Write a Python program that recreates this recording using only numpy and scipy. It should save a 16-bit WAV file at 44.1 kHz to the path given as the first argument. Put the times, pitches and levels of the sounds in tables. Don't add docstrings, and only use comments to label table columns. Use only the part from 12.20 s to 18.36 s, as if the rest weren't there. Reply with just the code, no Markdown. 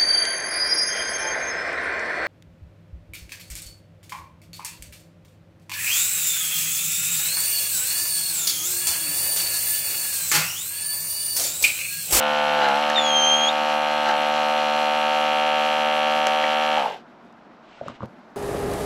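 import sys
import numpy as np
from scipy import signal
from scipy.fft import rfft, irfft
from scipy.io import wavfile
from scipy.ndimage import uniform_filter1d

SR = 44100
rng = np.random.default_rng(int(sys.argv[2]) if len(sys.argv) > 2 else 0)


def gain_from_db(level_db):
    decades = np.asarray(level_db, float) / 20
    return 10 ** decades


def to_wav(s):
    ch = np.atleast_2d(s).T
    pcm = np.round(np.clip(ch, -1, 1) * 32767)
    wavfile.write(sys.argv[1], SR, pcm.astype(np.int16))


N = 271656

# t/s, rate/(turns per s)
SPEED = [(0, 74.6), (.28, 74.3), (.39, 73.9), (.46, 71.7), (.515, 69.1), (.57, 73.2), (.6, 74.4),
         (.76, 75.2), (1.11, 75.6), (1.6, 75.6), (1.86, 75.0), (1.92, 73.8), (1.98, 75.2), (2.12, 75.4),
         (2.57, 75.4), (2.95, 75.7), (4.55, 76.0)]
# t/s, state (0 water, 1 froth, 2 air)
EMPTYING = [
    (0, -0.3),
    (.5, -1),
    (.62, 1.42),
    (1.8, 1.2),
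    (2.1, 1.48),
    (3.3, 2),
    (6.2, 2),
]
# hum level/dB, valve level/dB, rattle level/dB, hiss level/dB
STATES = [(-21.5, -31, -45, -32.5), (-22.5, -34, -44, -31.5), (-21.5, -30.5, -43.5, -31.5)]
LOOSE = [.8, .8, .35]
COAST_DB_PER_S = [90, 85, 140, 35, 15]
# multiple of turn rate, level/dB
LOADED_HUM = [(1, -43), (2, -21), (3, -12), (4, -16), (5, -33), (6, -21), (7, 0), (8, -10), (9, -1),
              (10, -3), (11, -1), (12, -1), (13, -15), (14, -9), (15, -12), (16, -9), (17, -14), (18, -7),
              (19, -6), (20, -6), (21, -15), (22, -14), (23, -13), (24, -14), (25, -19), (26, -17)]
# multiple of turn rate, level/dB
FROTH_HUM = [(1, -41), (2, -25), (3, -11), (4, -15), (5, -26), (6, -24), (7, -3), (8, -4), (9, -4), (10, 0),
             (11, -3), (12, -1), (13, -15), (14, -14), (15, -8), (16, -10), (17, -5), (18, -13), (19, -11),
             (20, -15), (21, -9), (22, -13), (23, -19), (24, -16), (25, -20), (26, -18)]
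# multiple of turn rate, level/dB
FREE_HUM = [(1, -47), (2, -30), (3, -15), (4, -21), (5, -28), (6, -20), (7, -6), (8, -5), (9, -11), (10, 0),
            (11, -10), (12, -5), (13, -18), (14, -23), (15, -11), (16, -13), (17, -10), (18, -12),
            (19, -19), (20, -17), (21, -17), (22, -15), (23, -15), (24, -24), (25, -23), (26, -24)]
# share of turn, level/dB
CONTACTS = [(.0, 5), (0.117, -11), (0.328, -7.5), (0.5, -7.5), (0.659, -5.5), (0.837, -9.5)]
# f/Hz, width/Hz, level/dB
SHELL = [(2350, 850, -1), (2904, 376, 3)]
SHELL_PASS_HZ = [1650, 3450]
# share of turn, level/dB
GEAR = [(.27, -16), (.37, -1), (0.498, -9.5), (.66, 1.5), (0.782, 12.5), (0.924, 20)]
# f/Hz, width/Hz, level/dB
HOUSING = [(4170, 347, 3), (4920, 1300, -15), (5390, 32, -23), (5780, 330, -4.5), (7736, 230, -8.5),
           (10670, 1700, -18.5), (10950, 510, -16.5)]
# f/Hz, density/(dB per Hz)
HISS = [(40, -47.5), (100, -35.5), (220, -34), (400, -31.5), (520, -7), (800, 5), (1050, -2.5), (1700, -6),
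        (3000, -2.5), (4000, -10), (5200, -13.5), (7800, -23.5), (13300, -31.5), (14300, -50)]
DRY_DB = [-1, -3.5, -6]
# t/s, peak level/dB, ring f/Hz
LAST_TURNS = [(4.574, -10.5, 845), (4.62, -19, 850), (4.639, -17, 880), (4.658, -16.5, 840),
              (4.681, -26, 770), (4.708, -25.5, 834), (4.742, -29, 780), (4.76, -32, 730)]
# t/s, level/dB, half length/s
SLUGS = [
    (0.45, -25, 0.14),
    (1.89, -25, 0.058),
]
# f/Hz, width/Hz, level/dB
CHAMBER = [(356, 65, -4.5), (835, 240, -3), (1340, 82, 2), (1600, 210, 2.5), (2020, 120, -4),
           (2930, 560, -7.5), (3920, 470, -11)]
# t/s, pitch f/Hz, level/dB
SQUEAL = [(0.749, 3860, -34), (.766, 3635, -20), (0.79, 3570, -18.5), (0.809, 3440, -30.5),
          (0.905, 3223, -23.5), (1.042, 3146, -17.5), (1.245, 3250, -23), (1.284, 3345, -24.5),
          (1.294, 3720, -18)]
OVERTONES_DB = [-8.5, -30.5, -45.5]
# t/s, peak level/dB, ring f/Hz, cup level/dB
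DROPS = [(.702, -16.5, 1700, -28), (.7791, -16, 1880, -30), (.9966, -23, 1587, -30),
         (1.8994, -22, 1630, -27), (4.0695, -21, 2300, -16), (4.2385, -17, 1900, -21),
         (4.2425, -19, 2300, -25)]
CUP_HZ = [600, 1400, 3100]
# t/s, peak level/dB
SNAPS = [(0.7, -21), (0.7411, -42), (1.8894, -25), (4.0696, -15), (4.24, -37), (5.1262, -55.5),
         (5.683, -36), (5.7594, -57), (5.8057, -62), (5.8316, -53), (5.8504, -58)]
# t/s, peak level/dB, ring f/Hz, thud level/dB
SOFT_KNOCKS = [(5.614, -21, 620, -36.5), (5.634, -39, 690, -49), (5.663, -28.5, 600, -35.5),
               (5.699, -32, 620, -43), (5.831, -28, 580, -35), (5.842, -35, 466, -41)]
# t/s, peak level/dB, ring f/Hz, thud level/dB
HARD_KNOCKS = [(5.683, -21, 1200, -40), (5.8062, -26, 1050, -36.5), (5.8215, -29, 1230, -38),
               (5.8322, -26.5, 1050, -40), (5.854, -54, 1020, -46)]
# t/s, level/dB, half length/s
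SCUFFS = [(5.56, -54, .09), (5.69, -48, .03), (5.755, -52, .016), (5.83, -56, .03)]
# f/Hz, density/(dB per Hz)
RUSTLE = [(350, -21), (600, -20), (725, -21), (1070, -15.5), (1540, -18.5), (2930, -17), (8500, -41.5),
          (11000, -76), (18700, -120)]
# f/Hz, density/(dB per Hz)
CABIN = [(15, -56), (25, -21), (112, -28.5), (151, -10), (179, -11), (349, -6.5), (425, -12.5), (678, -6),
         (1220, -12), (1420, -11), (1730, -18), (5370, -36), (9000, -55.5), (11700, -86.5), (19800, -120)]

OFF_S, SLOWING_PER_S2 = 4.583, 222
STALL_S, STALL_DB = 0.25, 31
WOBBLE_TURNS, SHAKEN_DB, MUFFLED_DB = .006, 2.5, -1.5
SURGE, SURGE_HZ, SURGE_WIDTH_HZ = 1.4, 870, 50
TIGHT_HZ, TIGHT_DB_PER_HZ = 3380, .07
SOFT_T60_S, SOFT_RISE_S, HARD_T60_S, HARD_RISE_S = 0.012, 0.0047, 0.0068, 0.00076
RUMBLE_DB, RUMBLE_T60_S = -4, .15
HANDLING_END_S = 5.858
CABIN_DB, BOX_DB = -50, -55


def pump():
    since_off = (np.arange(N) / SR - OFF_S).clip(0)
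    speed, = in_time(SPEED)
    speed = np.maximum(speed - SLOWING_PER_S2 * since_off, 10)
    stage = in_time(EMPTYING)[0].clip(0, 2)
    hum_db, valve_db, rattle_db, hiss_db = [np.interp(stage, [0, 1, 2], db) + coasting(fade)
                                            for db, fade in zip(np.transpose(STATES), COAST_DB_PER_S)]

    labour = swells([(s + half / 3, 0, half) for s, _, half in SLUGS], edge_db=12)
    labour = labour + since_off.clip(0, .03) / .03
    turns = np.cumsum(speed) / SR + WOBBLE_TURNS * labour * drift(25)
    loose = np.interp(stage, [0, 1, 2], LOOSE) + SHAKEN_DB * labour
    valve_db = valve_db + MUFFLED_DB * labour

    stroke = gain_from_db(2.0 * np.cos(2 * np.pi * (turns - .5)) + 0.43 * np.cos(4 * np.pi * turns + 1.6))
    hiss = gain_from_db(hiss_db) * stroke * coloured(HISS, patchy_db=1.5)
    low_hiss = signal.lfilter(*signal.butter(1, 3600, fs=SR), hiss)
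    hiss += (gain_from_db(np.interp(stage, [0, 1, 2], DRY_DB)) - 1) * low_hiss

    shell = signal.butter(2, SHELL_PASS_HZ, "band", fs=SR, output="sos")
    snaps = signal.sosfilt(shell, valves(turns, loose, CONTACTS, SHELL, count=1))
    rattle = valves(turns, loose, GEAR, HOUSING, count=2)
    contacts = gain_from_db(valve_db + 1.5) * snaps + gain_from_db(rattle_db) * rattle
    for s, db, hz in LAST_TURNS:
        add_ring(contacts, s, db, hz, t60=.028, rise=0.0022)

    steady = gain_from_db(hum_db) * hum(speed, turns, stage)
    surge = SURGE * resonate(labour * steady, SURGE_HZ, SURGE_WIDTH_HZ)
    return steady + surge, contacts + hiss


def hum(speed, turns, stage):
    order, out, power, step = np.array(FREE_HUM)[:, 0], 0, 0, 64
    shares = [np.clip(1 - abs(stage[::step] - k), 0, 1) for k in range(3)]
    usual = np.interp(stage[::step], [0, 1, 2], [74.5, 75.6, 75.9])
    for k in order:
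        place = k * np.sqrt(speed[::step] / usual)
        colour = sum(share * np.interp(place, order, np.array(table)[:, 1])
                     for share, table in zip(shares, (LOADED_HUM, FROTH_HUM, FREE_HUM)))
        lag = .6 * k + .37 + .65 * np.arctan((k - 12.4) / .6) / np.pi
        lag -= .16 / (1 + 4 * (k - 10) ** 2)
        lag += 0.18 * np.sin(2.4 * k) * (k > 12)
        height = np.repeat(gain_from_db(colour), step)[:N]
        power = power + height ** 2 / 2
        partial = np.cos(2 * np.pi * (k * turns - lag + .012 * drift(8)))
        out = out + height * gain_from_db(0.7 * drift(3)) * partial
    return out / np.sqrt(power)


def valves(turns, loose, contacts, resonances, count):
    clicks = np.full(N + 9, 1e-18)
    for share, db in contacts:
        at = np.interp(np.arange(int(turns[-1])) + share, turns, np.arange(N))
        chance = rng.standard_normal((500, 2))[:len(at)] * loose[at.astype(int), None]
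        at = abs(at + .5 * chance[:, 0])
        whole, size = at.astype(int), gain_from_db(db + chance[:, 1])
        clicks[whole] += size * (1 - at % 1)
        clicks[whole + 1] += size * (at % 1)
    out = 0
    for hz, width_hz, db in resonances:
        ring = clicks[:N]
        for _ in range(count):
            ring = resonate(ring, hz, width_hz)
        out = out + gain_from_db(db) * ring
    return rms_one(out)


def gurgle():
    t = np.arange(N) / SR
    level = swells(SLUGS, edge_db=30)
    level = level + (t > OFF_S) * gain_from_db(-39 + coasting(COAST_DB_PER_S[-1]))
    size = gain_from_db(1.6 * rng.exponential(1, N).clip(0, 4))
    knocks = (rng.random(N) < 700 / SR) * size * rng.choice([-1, 1], N) + 1e-18
    rings = sum(gain_from_db(db) * resonate(resonate(knocks, hz, w), hz, w) for hz, w, db in CHAMBER)
    return level * rms_one(rings)


def squeal():
    first, last = SQUEAL[0], SQUEAL[-1]
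    start, end = (first[0] - .01, first[1], -90), (last[0] + .012, last[1], -90)
    hz, db = in_time([start] + list(SQUEAL) + [end])
    phase = 2 * np.pi * np.cumsum(hz * (1 + .002 * drift(40))) / SR
    purer_db = TIGHT_DB_PER_HZ * (hz - TIGHT_HZ).clip(0)
    overtones = sum(gain_from_db(under - purer_db) * np.sin((k + 2) * phase) for k, under in enumerate(OVERTONES_DB))
    return np.sqrt(2) * gain_from_db(db + 0.87 * drift(50)) * (np.sin(phase) + overtones)


def small_hits():
    out, cracks = np.zeros(N), np.zeros(N)
    for s, db, hz, cup_db in DROPS:
        add_ring(out, s, db, hz, t60=.010, rise=0.0018)
        for cup_hz in CUP_HZ:
            add_ring(out, s, cup_db, cup_hz, t60=8 / cup_hz, rise=.4 / cup_hz)
    for knocks, t60, rise in (SOFT_KNOCKS, SOFT_T60_S, SOFT_RISE_S), (HARD_KNOCKS, HARD_T60_S, HARD_RISE_S):
        for s, db, hz, thud_db in knocks:
            add_ring(out, s - rise / 2, db, hz, t60, rise)
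            add_ring(out, s, thud_db, 125, t60=.07, rise=0.0016)
    t = np.arange(300) / SR
    for (s, db), grit in zip(SNAPS, rng.standard_normal((len(SNAPS), 300))):
        grit[:2] = -7.0
        at = round(s * SR)
        cracks[at:at + 300] += gain_from_db(db - 3.5 - 60 * t / 0.015) * grit
    return out + signal.sosfilt(signal.butter(2, [450, 7000], "band", fs=SR, output="sos"), cracks)


def walls(x):
    out = np.zeros(N)
    for s in rng.uniform(.004, .06, 24):
        late = int(s * SR)
        out[late:] += gain_from_db(-60 * s / .14) * rng.choice([-1, 1]) * x[:N - late]
    return signal.lfilter([.4], [1, -.6], out)


def cabin():
    t = np.arange(N) / SR
    outside = gain_from_db(CABIN_DB) * coloured(CABIN, patchy_db=1.0)
    box = gain_from_db(3.96 * drift(5.5)) * rms_one(resonate(rng.standard_normal(N), 224.5, 33))
    rub = swells(SCUFFS, edge_db=6) * coloured(RUSTLE, patchy_db=0.5)
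    shaken = sum((t > s) * gain_from_db(db + RUMBLE_DB - 60 * abs(t - s) / RUMBLE_T60_S)
                 for s, _, _, db in list(SOFT_KNOCKS) + list(HARD_KNOCKS))
    rumble = rms_one(resonate(resonate(rng.standard_normal(N), 130, 310), 110, 310))
    handling = (t < HANDLING_END_S) * (rub + uniform_filter1d(shaken, size=150) * rumble)
    return outside + gain_from_db(BOX_DB - 1.5) * box + handling


def coasting(db_per_s):
    since = np.clip(np.arange(N) / SR - OFF_S, 0, 2 * STALL_S)
    return -db_per_s * since - STALL_DB * (since / STALL_S) ** 4


def swells(rows, edge_db):
    t = np.arange(N) / SR
    return sum(gain_from_db(db - edge_db * ((t - s) / half).clip(-3, 3) ** 2) for s, db, half in rows)


def add_ring(out, s, db, hz, t60, rise):
    t, at = np.arange(int(.2 * SR)) / SR, round(s * SR)
    ring = (1 - np.exp(-t / rise)) ** 2 * gain_from_db(-60 * t / max(t60, .002)) * np.sin(2 * np.pi * hz * t)
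    out[at:at + len(t)] += gain_from_db(db) * (ring / np.abs(ring).max())[:N - at]


def resonate(x, hz, width_hz):
    r = np.exp(-np.pi * width_hz / SR)
    poles = [1, -2 * r * np.cos(2 * np.pi * hz / SR), r * r]
    return signal.lfilter([(1 - r * r) / 2, 0, (r * r - 1) / 2], poles, x)


def coloured(points, patchy_db):
    hz = np.arange(N // 2 + 1) * SR / N + 1
    point_hz, point_db = np.transpose(points)
    shape = rfft(rng.standard_normal(N)) * gain_from_db(np.interp(np.log(hz), np.log(point_hz), point_db))
    octave = np.floor(np.log2(hz / 60).clip(0))
    return rms_one(sum(gain_from_db(patchy_db * drift(9.3)) * irfft(shape * (octave == k), N) for k in range(9)))


def drift(rate):
    r = np.exp(-80 * np.pi * rate / SR)
    slow = signal.lfilter([1], [1, -2 * r, r * r], rng.standard_normal(N // 40 + 2002))[2000:]
    return np.interp(np.arange(N) / 40, np.arange(len(slow)), rms_one(slow))


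def rms_one(x):
    return x / np.sqrt(np.mean(x ** 2) + 1e-20)


def in_time(rows):
    s, *columns = np.transpose(rows)
    return [np.interp(np.arange(N) / SR, s, c) for c in columns]


def scene():
    steady, bright = pump()
    near = bright + gurgle() + squeal() + small_hits()
    return (steady + near + gain_from_db(-12) * walls(near) + cabin())[None]


def low_pass(x):
    return signal.sosfilt(signal.butter(12, 14340, fs=SR, output="sos"), x)


def record(dry):
    x = dry - resonate(dry, 9050, 1200)
    x = x - resonate(x, 9050, 500)
    x = signal.sosfilt(signal.cheby2(10, 60, 14900, fs=SR, output="sos"), x)
    return low_pass(x)


dry = scene()
out = record(dry)
to_wav(out)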